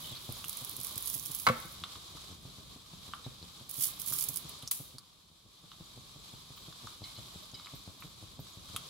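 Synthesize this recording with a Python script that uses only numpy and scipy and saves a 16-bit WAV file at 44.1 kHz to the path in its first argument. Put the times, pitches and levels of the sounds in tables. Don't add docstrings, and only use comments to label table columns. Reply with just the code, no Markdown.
import sys
import numpy as np
from scipy import signal
from scipy.fft import rfft, irfft, next_fast_len
from scipy.io import wavfile
from scipy.ndimage import map_coordinates

SR = 44100
rng = np.random.default_rng(int(sys.argv[2]) if len(sys.argv) > 2 else 0)


def inscribe(sig):
    pcm = np.round(np.clip(np.atleast_2d(sig).T, -1, 1) * 32767)
    wavfile.write(sys.argv[1], SR, pcm.astype(np.int16))


N = 392049


def amp(db):
    return 10 ** (np.asarray(db) / 20)


def unit(x):
    return x / np.sqrt(np.mean(x ** 2) + 1e-20)


def along(points, hz):
    point_hz, values = np.transpose(points)
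    return np.interp(np.log(hz + 1), np.log(point_hz + 1), values)


def curves(rows):
    knot_s, *columns = np.transpose(rows)
    t = np.arange(N) / SR
    return [np.interp(t, knot_s, column, left=-120, right=-120) for column in columns]


def wobble(knots_per_s):
    knots = rng.standard_normal(int(N * knots_per_s / SR) + 4)
    return map_coordinates(knots, [np.arange(N) * knots_per_s / SR])


def filtered(x, response):
    m = next_fast_len(N + SR // 2)
    return irfft(rfft(x, m) * response(np.fft.rfftfreq(m, 1 / SR)), m)[..., :N]


def band(hz, width_hz):
    return lambda f: 1j * f * width_hz / (hz * hz - f * f + 1j * f * width_hz)


def grains(per_s, spread_db, life_s):
    jump = amp(spread_db * np.minimum(rng.exponential(size=N), 3.5))
    jump = jump * (rng.random(N) < per_s / SR)
    return unit(signal.lfilter([1], [1, -np.exp(-1 / (life_s * SR))], jump))


# (frequency [Hz], correlation [-])
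LIKENESS = [(60, 0.92), (180, 0.66), (550, 0.345), (1650, 0.16), (4970, 0.16), (15000, -0.15)]


def rush(spectrum, gain=1):
    def turn(hz):
        return np.arccos(np.clip(along(LIKENESS, hz), -1, 1)) / 2

    def mid_side(hz):
        return amp(along(spectrum, hz)) * [np.cos(turn(hz)), np.sin(turn(hz))]

    mid, side = filtered(gain * rng.standard_normal((2, N)), mid_side)
    return unit(np.array([mid + side, mid - side]))


def burst(db, t60_s, click):
    t = np.arange(SR // 10) / SR
    shared, own = rng.standard_normal(len(t)), rng.standard_normal((2, len(t)))
    shared[0] = click
    return amp(db - 60 * t / t60_s) * (shared + .5 * own)


def bursts(times_s, levels_db, t60_s, click):
    out = np.zeros((2, N + SR))
    for s, db in zip(times_s, levels_db):
        out[:, round(s * SR):][:, :SR // 10] += burst(db, t60_s, click)
    return out[:, :N]


# (frequency [Hz], t60 [s])
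KITCHEN_T60 = [(150, 0.23), (1150, 0.61), (2200, 0.71), (4000, 0.11), (12000, 0.21)]


def room(x, wet_db):
    hz, t, cells = signal.stft(rng.standard_normal((2, SR // 2)), SR, nperseg=256)
    decay = amp(-60 * t / along(KITCHEN_T60, hz)[:, None])
    tail = signal.istft(cells * decay, SR, nperseg=256)[1]
    tail = tail / np.linalg.norm(tail[0])
    return x + amp(wet_db) * signal.fftconvolve(x, tail, axes=1)[:, :N]


def late(pair, left=0, right=0):
    return np.array([np.roll(pair[0], left), np.roll(pair[1], right)])


def spits(per_s, low_hz, life_s):
    at, size, side, pitch, cycles = rng.random((int(per_s * N / SR), 5)).T[:, :, None]
    t, hz = np.arange(int(life_s * SR)) / SR, low_hz * 2 ** (1.2 * pitch)
    level_db = -4.5 * np.log(size + 0.068) - 60 * t * hz / (12 + 60 * cycles)
    blip = amp(level_db) * np.sin(2 * np.pi * hz * t) * np.sqrt(np.hanning(len(t)))
    where = ((at * N).astype(int) + np.arange(len(t))).ravel()
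    channels = [np.bincount(where, (blip * g).ravel(), N + SR)[:N] for g in (side, 1 - side)]
    return unit(np.array(channels))


# (time [s], fizz level [dB])
STEADY_LEVEL = [(0.0, -48.5), (0.52, -49.5), (1.5, -49.5), (2.67, -53.5), (3.7, -52), (3.91, -49.5),
                (4.26, -47), (4.68, -50.5), (4.695, -62), (4.708, -60), (4.714, -55.5), (4.83, -53.5),
                (5.05, -60.5), (5.35, -64), (5.62, -61.5), (5.97, -54), (7.1, -52), (7.4, -51.5),
                (7.92, -52.5), (8.59, -53), (8.89, -49)]
# (frequency [Hz], relative density [dB per Hz])
FIZZ_SPECTRUM = [(350, -19.5), (600, -9.5), (868, -7.5), (1160, 0.5), (1380, -9.5), (1890, -15),
                 (2450, -7.5), (2730, -11), (3130, -2), (3790, 2.5), (5640, -7), (6600, -8.5), (7800, -8),
                 (8970, -14), (10400, -9), (15700, -19.5)]
# (time [s], level [dB], start pitch [Hz], length [s])
SINGLE_BLIPS = [(.04, -42.5, 3103, 0.0089), (0.054, -42, 3766, 0.0096), (0.078, -47.5, 3230, 0.0143),
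                (0.09, -46, 3800, 0.028), (0.112, -47.5, 3360, 0.028), (0.14, -47, 3794, 0.026),
                (0.153, -45, 4270, 0.028), (3.237, -45, 3780, 0.021), (6.555, -56, 14760, .03),
                (7.752, -49, 13200, 0.0059), (8.001, -53, 11600, 0.014), (8.395, -53.5, 13300, 0.016)]


def oil():
    fizz_db = curves(STEADY_LEVEL)[0] + 0.86 * wobble(3.324) + 1.28 * wobble(15)
    fizz = rush(FIZZ_SPECTRUM, 2.0 + 0.34 * grains(200, spread_db=1.5, life_s=0.0043))
    blips = np.zeros(N)
    for s, db, hz, length_s in SINGLE_BLIPS:
        t = np.arange(round(length_s * SR)) / SR
        drift = np.cumsum(rng.normal(0, 0.00352 * np.sqrt(hz / 100), len(t)))
        cycles = hz * t * (1 + 0.02 * t / length_s) + drift
        blips[round(s * SR):][:len(t)] += amp(db) * np.hanning(len(t)) * np.sin(2 * np.pi * cycles)
    fizz += amp(-19) * spits(per_s=59, low_hz=6500, life_s=.01)
    fizz += amp(-17) * spits(per_s=220, low_hz=3200, life_s=.02)
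    fizz += amp(-19.5) * spits(per_s=90, low_hz=298.4, life_s=0.026)
    return amp(fizz_db) * fizz + room(blips[None], wet_db=3.5)


# (frequency [Hz], relative density [dB per Hz])
ROAR_SPECTRUM = [(15, -30.5), (25, -21.5), (43, 0), (96, 0.5), (172, 0.5), (223, -4.5), (692, -20.5),
                 (800, -21.5), (1040, -48.5), (1760, -120)]
# (time [s], level [dB])
FLAME_THUDS = [(0.11, -39), (0.282, -31.5), (0.448, -45.5), (0.613, -41), (0.782, -40), (0.955, -39.5),
               (1.148, -42), (1.292, -41), (1.642, -40), (1.808, -45), (1.959, -45), (2.142, -42),
               (2.304, -41.5), (2.443, -40), (2.575, -42.5), (2.754, -44), (2.926, -41.5), (3.081, -44.5),
               (3.255, -32.5), (3.418, -42.5), (3.602, -42.5), (3.777, -40), (3.951, -51.5), (4.105, -39.5),
               (4.285, -39.5), (4.443, -42), (4.623, -41), (4.793, -39), (4.94, -44), (5.305, -54),
               (5.452, -53), (5.632, -49), (5.799, -39.5), (5.966, -41.5), (6.151, -44), (6.328, -41.5),
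               (6.495, -42.5), (6.675, -40.5), (6.835, -41), (7.009, -37.5), (7.178, -40), (7.349, -39),
               (7.526, -42.5), (7.727, -38.5), (7.867, -37), (8.038, -41), (8.217, -40.5), (8.383, -35),
               (8.563, -42.5), (8.689, -46), (8.737, -39)]
ROAR_DB, ROAR_SWING_DB_PER_DB = -60.5, 0.78
PULSE_GAP_S, GAP_SCATTER = 0.00822, 0.22
LEAD_DB, TRAIL_DB = -7.5, -6
LONE_DB_PER_DB = 1
SHARP_DB, SHARP_GROWS_DB_PER_DB = -13, 0.5


def flame():
    level_db, = curves(STEADY_LEVEL)
    roar_db = ROAR_DB + ROAR_SWING_DB_PER_DB * (level_db - level_db.mean()) + 2 * wobble(13)
    s, db = np.transpose(FLAME_THUDS)
    draw = rng.standard_normal((len(s), 5))
    gap_s = PULSE_GAP_S * np.exp(GAP_SCATTER * draw[:, 4])
    relative_db = db - db.mean()
    over_db = np.maximum(relative_db, 0)
    pulses, edges = np.zeros((2, N + SR))
    for k, step_db in enumerate((LEAD_DB, 0, TRAIL_DB, 2 * TRAIL_DB)):
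        pulse_db = db + step_db
        if k != 1:
            pulse_db = pulse_db + 2.5 * draw[:, k]
        if k == 0:
            pulse_db = pulse_db - LONE_DB_PER_DB * over_db
        pulses[np.round((s + .01 + (k - 1) * gap_s) * SR).astype(int)] -= amp(pulse_db)
    edge_db = db + SHARP_DB + SHARP_GROWS_DB_PER_DB * relative_db + 3.8 * draw[:, 1]
    edges[np.round((s + .01) * SR).astype(int)] -= amp(edge_db)

    def body(f):
        return (band(115, 85)(f) + 0.14 * band(270, 250)(f)) / (1 + 1j * f / 480) ** 2

    def edge(f):
        return band(520, 600)(f) ** 2 / (1 + 1j * f / 900) ** 2

    def shaped(x, colour):
        return filtered(x[:N], colour) / np.abs(filtered(np.arange(N) == 0, colour)).max()

    thuds = (shaped(pulses, body) + shaped(edges, edge)) * amp([[.5], [-.5]])
    return amp(roar_db) * rush(ROAR_SPECTRUM) + room(thuds, wet_db=-11.5)


# (time [s], level [dB])
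RUSTLE_STROKES = [
    [(0.0, -47), (0.136, -57.5), (0.43, -53.5), (0.57, -48.5), (0.8, -51), (0.87, -44), (0.97, -51.5),
     (1.082, -42.5), (1.15, -39.5), (1.218, -47), (1.3, -47), (1.408, -41.5), (1.49, -55), (1.75, -57)],
    [(3.686, -78), (3.694, -45), (3.714, -42), (3.726, -52), (3.744, -43), (3.756, -44), (3.8, -36.5),
     (3.838, -28.5), (3.885, -40.5), (3.93, -56), (3.986, -54)],
    [(3.99, -52), (3.998, -37), (4.022, -45), (4.032, -45.5), (4.056, -49), (4.064, -33.5), (4.09, -38.5),
     (4.14, -34.5), (4.24, -36), (4.264, -45), (4.28, -54.5), (4.29, -31), (4.31, -51), (4.344, -45.5),
     (4.354, -51), (4.36, -46), (4.378, -38.5), (4.396, -59), (4.45, -66)],
]
# (time [s], level before SNAP_DB and colour [dB])
CREASES = [(0.323, -29.5), (0.4474, -33), (0.4818, -26), (0.4941, -23.5), (0.5287, -31.5), (0.5702, -26),
           (0.647, -25), (0.694, -27), (0.711, -32.5), (0.7648, -27.5), (0.801, -30), (0.812, -27.5),
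           (0.832, -28), (0.8467, -23), (0.8685, -28), (0.9568, -29), (0.9782, -20.5), (1.0235, -29),
           (1.058, -25), (1.0624, -31.5), (1.0735, -23), (1.0784, -26.5), (1.099, -23), (1.111, -34.5),
           (1.1308, -28), (1.141, -23), (1.146, -24.5), (1.1496, -23), (1.178, -31), (1.1958, -28),
           (1.254, -29.5), (1.2587, -23), (1.28, -34), (1.3123, -31.5), (1.3166, -26), (1.3478, -21.5),
           (1.354, -31), (1.3877, -29.5), (1.398, -26), (1.403, -35), (1.419, -31.5), (1.6005, -34),
           (3.6945, -31.5), (3.711, -28), (3.7409, -31), (3.7757, -36), (3.813, -28), (3.997, -27),
           (4.017, -25.5), (4.0622, -31), (4.0826, -24), (4.1031, -27.5), (4.136, -23), (4.187, -21.5),
           (4.209, -21.5), (4.224, -20), (4.239, -21), (4.2867, -20.5), (4.3321, -34), (4.341, -30.5),
           (4.359, -21), (4.3707, -21), (4.4927, -32.5)]
# (frequency [Hz], relative density [dB per Hz])
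FOIL_COLOUR = [(1470, -32), (2500, -22.5), (2740, -28.5), (3120, -15.5), (4000, -22), (4960, -13),
               (5480, -12.5), (8690, -11.5), (10100, -3.5), (15700, -8)]
SNAP_DB, SNAP_T60_S, CREST_S = 4, .014, .0007
AFTER_DB, AFTER_T60_S = -14, .035


def foil():
    def colour(hz):
        return amp(along(FOIL_COLOUR, hz))

    grain = 0.55 + 0.45 * grains(600, spread_db=1.5, life_s=0.0008)
    grain += 0.45 * grains(90, spread_db=2.5, life_s=.003)
    crackle = unit(filtered(rng.standard_normal((2, N)) * grain, colour))
    stroke = sum(amp(curves(rows)[0]) for rows in RUSTLE_STROKES)
    s, db = np.transpose(CREASES)

    def creases(level_db):
        cracks = bursts(s + CREST_S, level_db, SNAP_T60_S, click=2.2)
        return cracks + bursts(s + CREST_S, level_db + AFTER_DB, AFTER_T60_S, click=0)

    deep_db = rng.normal(-1.72, 1.64, len(s))
    snaps = filtered(creases(db + SNAP_DB), lambda hz: colour(hz) * (hz > 8700))
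    snaps += filtered(creases(db + SNAP_DB + deep_db), lambda hz: colour(hz) * (hz <= 8700))
    near = late(stroke * crackle + snaps, right=1) * amp([[-4], [4]])
    return room(near, wet_db=-6.5)


# (time [s], main level [dB], pitch [Hz], low part [dB], high part [dB])
SEED_POPS = [(0.4423, -32.5, 2900, -8, -1), (1.8378, -25, 3430, -9, -18), (1.956, -43, 3200, 0.5, -11.5),
             (2.1723, -45, 4050, -1, -19), (3.1358, -34.5, 3180, 5, -25), (3.427, -37, 4110, -32, -16),
             (4.1242, -32.5, 5680, -4.5, -3), (4.625, -38.5, 3600, -17, 1), (4.6762, -23, 5760, -36, -10),
             (4.711, -33, 4450, -13, 5), (4.7162, -38, 4300, -13.5, -2), (4.9836, -32.5, 4640, -16.5, -5.5),
             (5.7172, -38.5, 3370, -6.5, -27), (6.577, -39, 3510, -12.5, -23),
             (6.726, -43.5, 4100, -2.5, -18.5), (6.872, -40.5, 4980, 3.5, -27),
             (7.5978, -40, 3900, -5, -20), (7.66, -40.5, 3850, -6, -19), (7.67, -41.5, 2200, -2.5, -17),
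             (8.023, -41.5, 2300, -0.5, -16), (8.69, -43, 3700, -6, -8), (8.7625, -24, 3200, -10, -0.5)]
# (time [s], level [dB], place [0 wall .. 1 rim])
PAN_CLINKS = [(1.838, -49, 0.66), (7.038, -44.5, 0), (7.164, -50, 0), (7.5427, -46, 0.93),
              (7.5482, -51, 0.84), (7.5875, -55.5, 1), (7.646, -51, 0.92)]
# (frequency [Hz], level at wall [dB], level at rim [dB], t60 [s])
PAN_MODES = [(2170, -12.5, -14, 0.36), (3038, -10, -6.5, 0.16), (3900, -17.5, 3.5, 0.096),
             (4060, 4, -10, 0.13), (4370, -1, -15, 0.06), (4950, -6, 2.5, 0.058)]
POP_T60_S, POP_LOW_T60_S = 0.05, 0.14


def seeds():
    out, t = np.zeros((2, N + SR)), np.arange(SR // 4) / SR
    for s, db, hz, low_db, high_db in SEED_POPS:
        parts = ((db, hz, 3.2, 14, POP_T60_S),
                 (db + low_db, 1200, 3.2, 40, POP_LOW_T60_S),
                 (db + high_db, 9500, 1.5, 7, POP_T60_S))
        for level_db, centre_hz, q, click, t60_s in parts:
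            ring = signal.iirpeak(centre_hz, q, SR)
            crack = burst(0, t60_s, click)
            crack = signal.lfilter(*ring, signal.lfilter(*ring, crack))
            out[:, round(s * SR):][:, :SR // 10] += amp(level_db) * crack / np.abs(crack).max()
    for s, db, where in PAN_CLINKS:
        for hz, wall_db, rim_db, t60_s in PAN_MODES:
            drift = np.cumsum(rng.normal(0, 0.014, len(t)))
            mode_db = db + wall_db + where * (rim_db - wall_db) + rng.normal(0, 2.36)
            envelope = amp(mode_db - 60 * t / t60_s) * (1 - np.exp(-t / 0.00076))
            out[:, round(s * SR):][:, :len(t)] += envelope * np.sin(2 * np.pi * (hz * t + drift))
    return room(out[:, :N] * amp([[-.7], [.7]]), wet_db=-12.0)


# (time [s], drive of bright modes [dB], drive of dull modes [dB])
BLOWS = [(1.4673, 6, -28), (1.4718, 5, -31.5), (1.476, -2, -10), (1.4871, 3.5, -16), (1.4925, -1.5, -10.5),
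         (1.4985, -5.5, -0.5), (1.5035, -18.5, -22)]
# (frequency [Hz], width [Hz], level [dB])
BRIGHT_MODES = [(1070, 24, -6), (1138, 57, -3), (1298, 40, -10.5), (1367, 39, -6.5), (1510, 28, -13),
                (2011, 87, -15.5), (2200, 56, -11), (2424, 70, -23), (2550, 54, -19), (2900, 82, -23),
                (3430, 370, -28.5), (4006, 50, -15.5), (4715, 110, -22.5)]
# (frequency [Hz], width [Hz], level [dB])
DULL_MODES = [(120, 26, 0), (235, 13, 1.5), (513, 24, 1), (732.5, 35, -14)]
DULLS_DB_PER_S = 170
CRACK_DB, THUMP_DB = -25, -8
RATTLE_DB, RATTLE_T60_S = -39.5, 0.49


def knock():
    s, bright_db, dull_db = np.transpose(BLOWS)

    def modes(table):
        return lambda f: sum((-1) ** k * amp(db) * band(hz, w)(f) for k, (hz, w, db) in enumerate(table))

    def blows(db):
        return bursts(s, db, t60_s=.004, click=12)

    sharp_db = bright_db - DULLS_DB_PER_S * (s - s[0])
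    grate = filtered(blows(bright_db), modes(BRIGHT_MODES[:5]))
    clatter = filtered(blows(sharp_db), modes(BRIGHT_MODES[5:]))
    dull = filtered(blows(dull_db), modes(DULL_MODES))
    crack = filtered(bursts(s, sharp_db + CRACK_DB, t60_s=0.033, click=2.2), band(2200, 3000))
    grate += amp(THUMP_DB) * filtered(blows(bright_db), lambda f: band(1250, 900)(f) ** 2)
    since_s = np.arange(N) / SR - s[0]
    shiver_db = RATTLE_DB - 60 * np.abs(since_s) / RATTLE_T60_S + 1.6 * wobble(60)
    shiver = amp(shiver_db) * (since_s > 0) * rush([(200, -6.5), (600, 2), (2400, -5), (5000, -18.5)])
    return shiver + room(late(grate + dull, left=8) + late(clatter + crack, left=2), wet_db=-17.5)


# (time [s], level [dB])
SPATTER_LEVEL = [(4.709, -66), (4.713, -21), (4.722, -32.5), (4.752, -40), (4.85, -51), (5.0, -72)]
# (frequency [Hz], relative density [dB per Hz])
SPRAY_SPECTRUM = [(1500, -23.5), (3000, -11.5), (6000, -8.5), (8500, -6), (10500, 0.5), (15700, -5)]


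def spatter():
    grain = 1 + .4 * grains(400, spread_db=6, life_s=0.0013)
    return amp(curves(SPATTER_LEVEL)[0]) * rush(SPRAY_SPECTRUM, grain)


def scene():
    return oil() + flame() + foil() + seeds() + knock() + spatter()


def record(dry):
    return filtered(dry, lambda hz: np.clip((16000 - hz) / 300, 0, 1))


dry = scene()
out = record(dry)
inscribe(out)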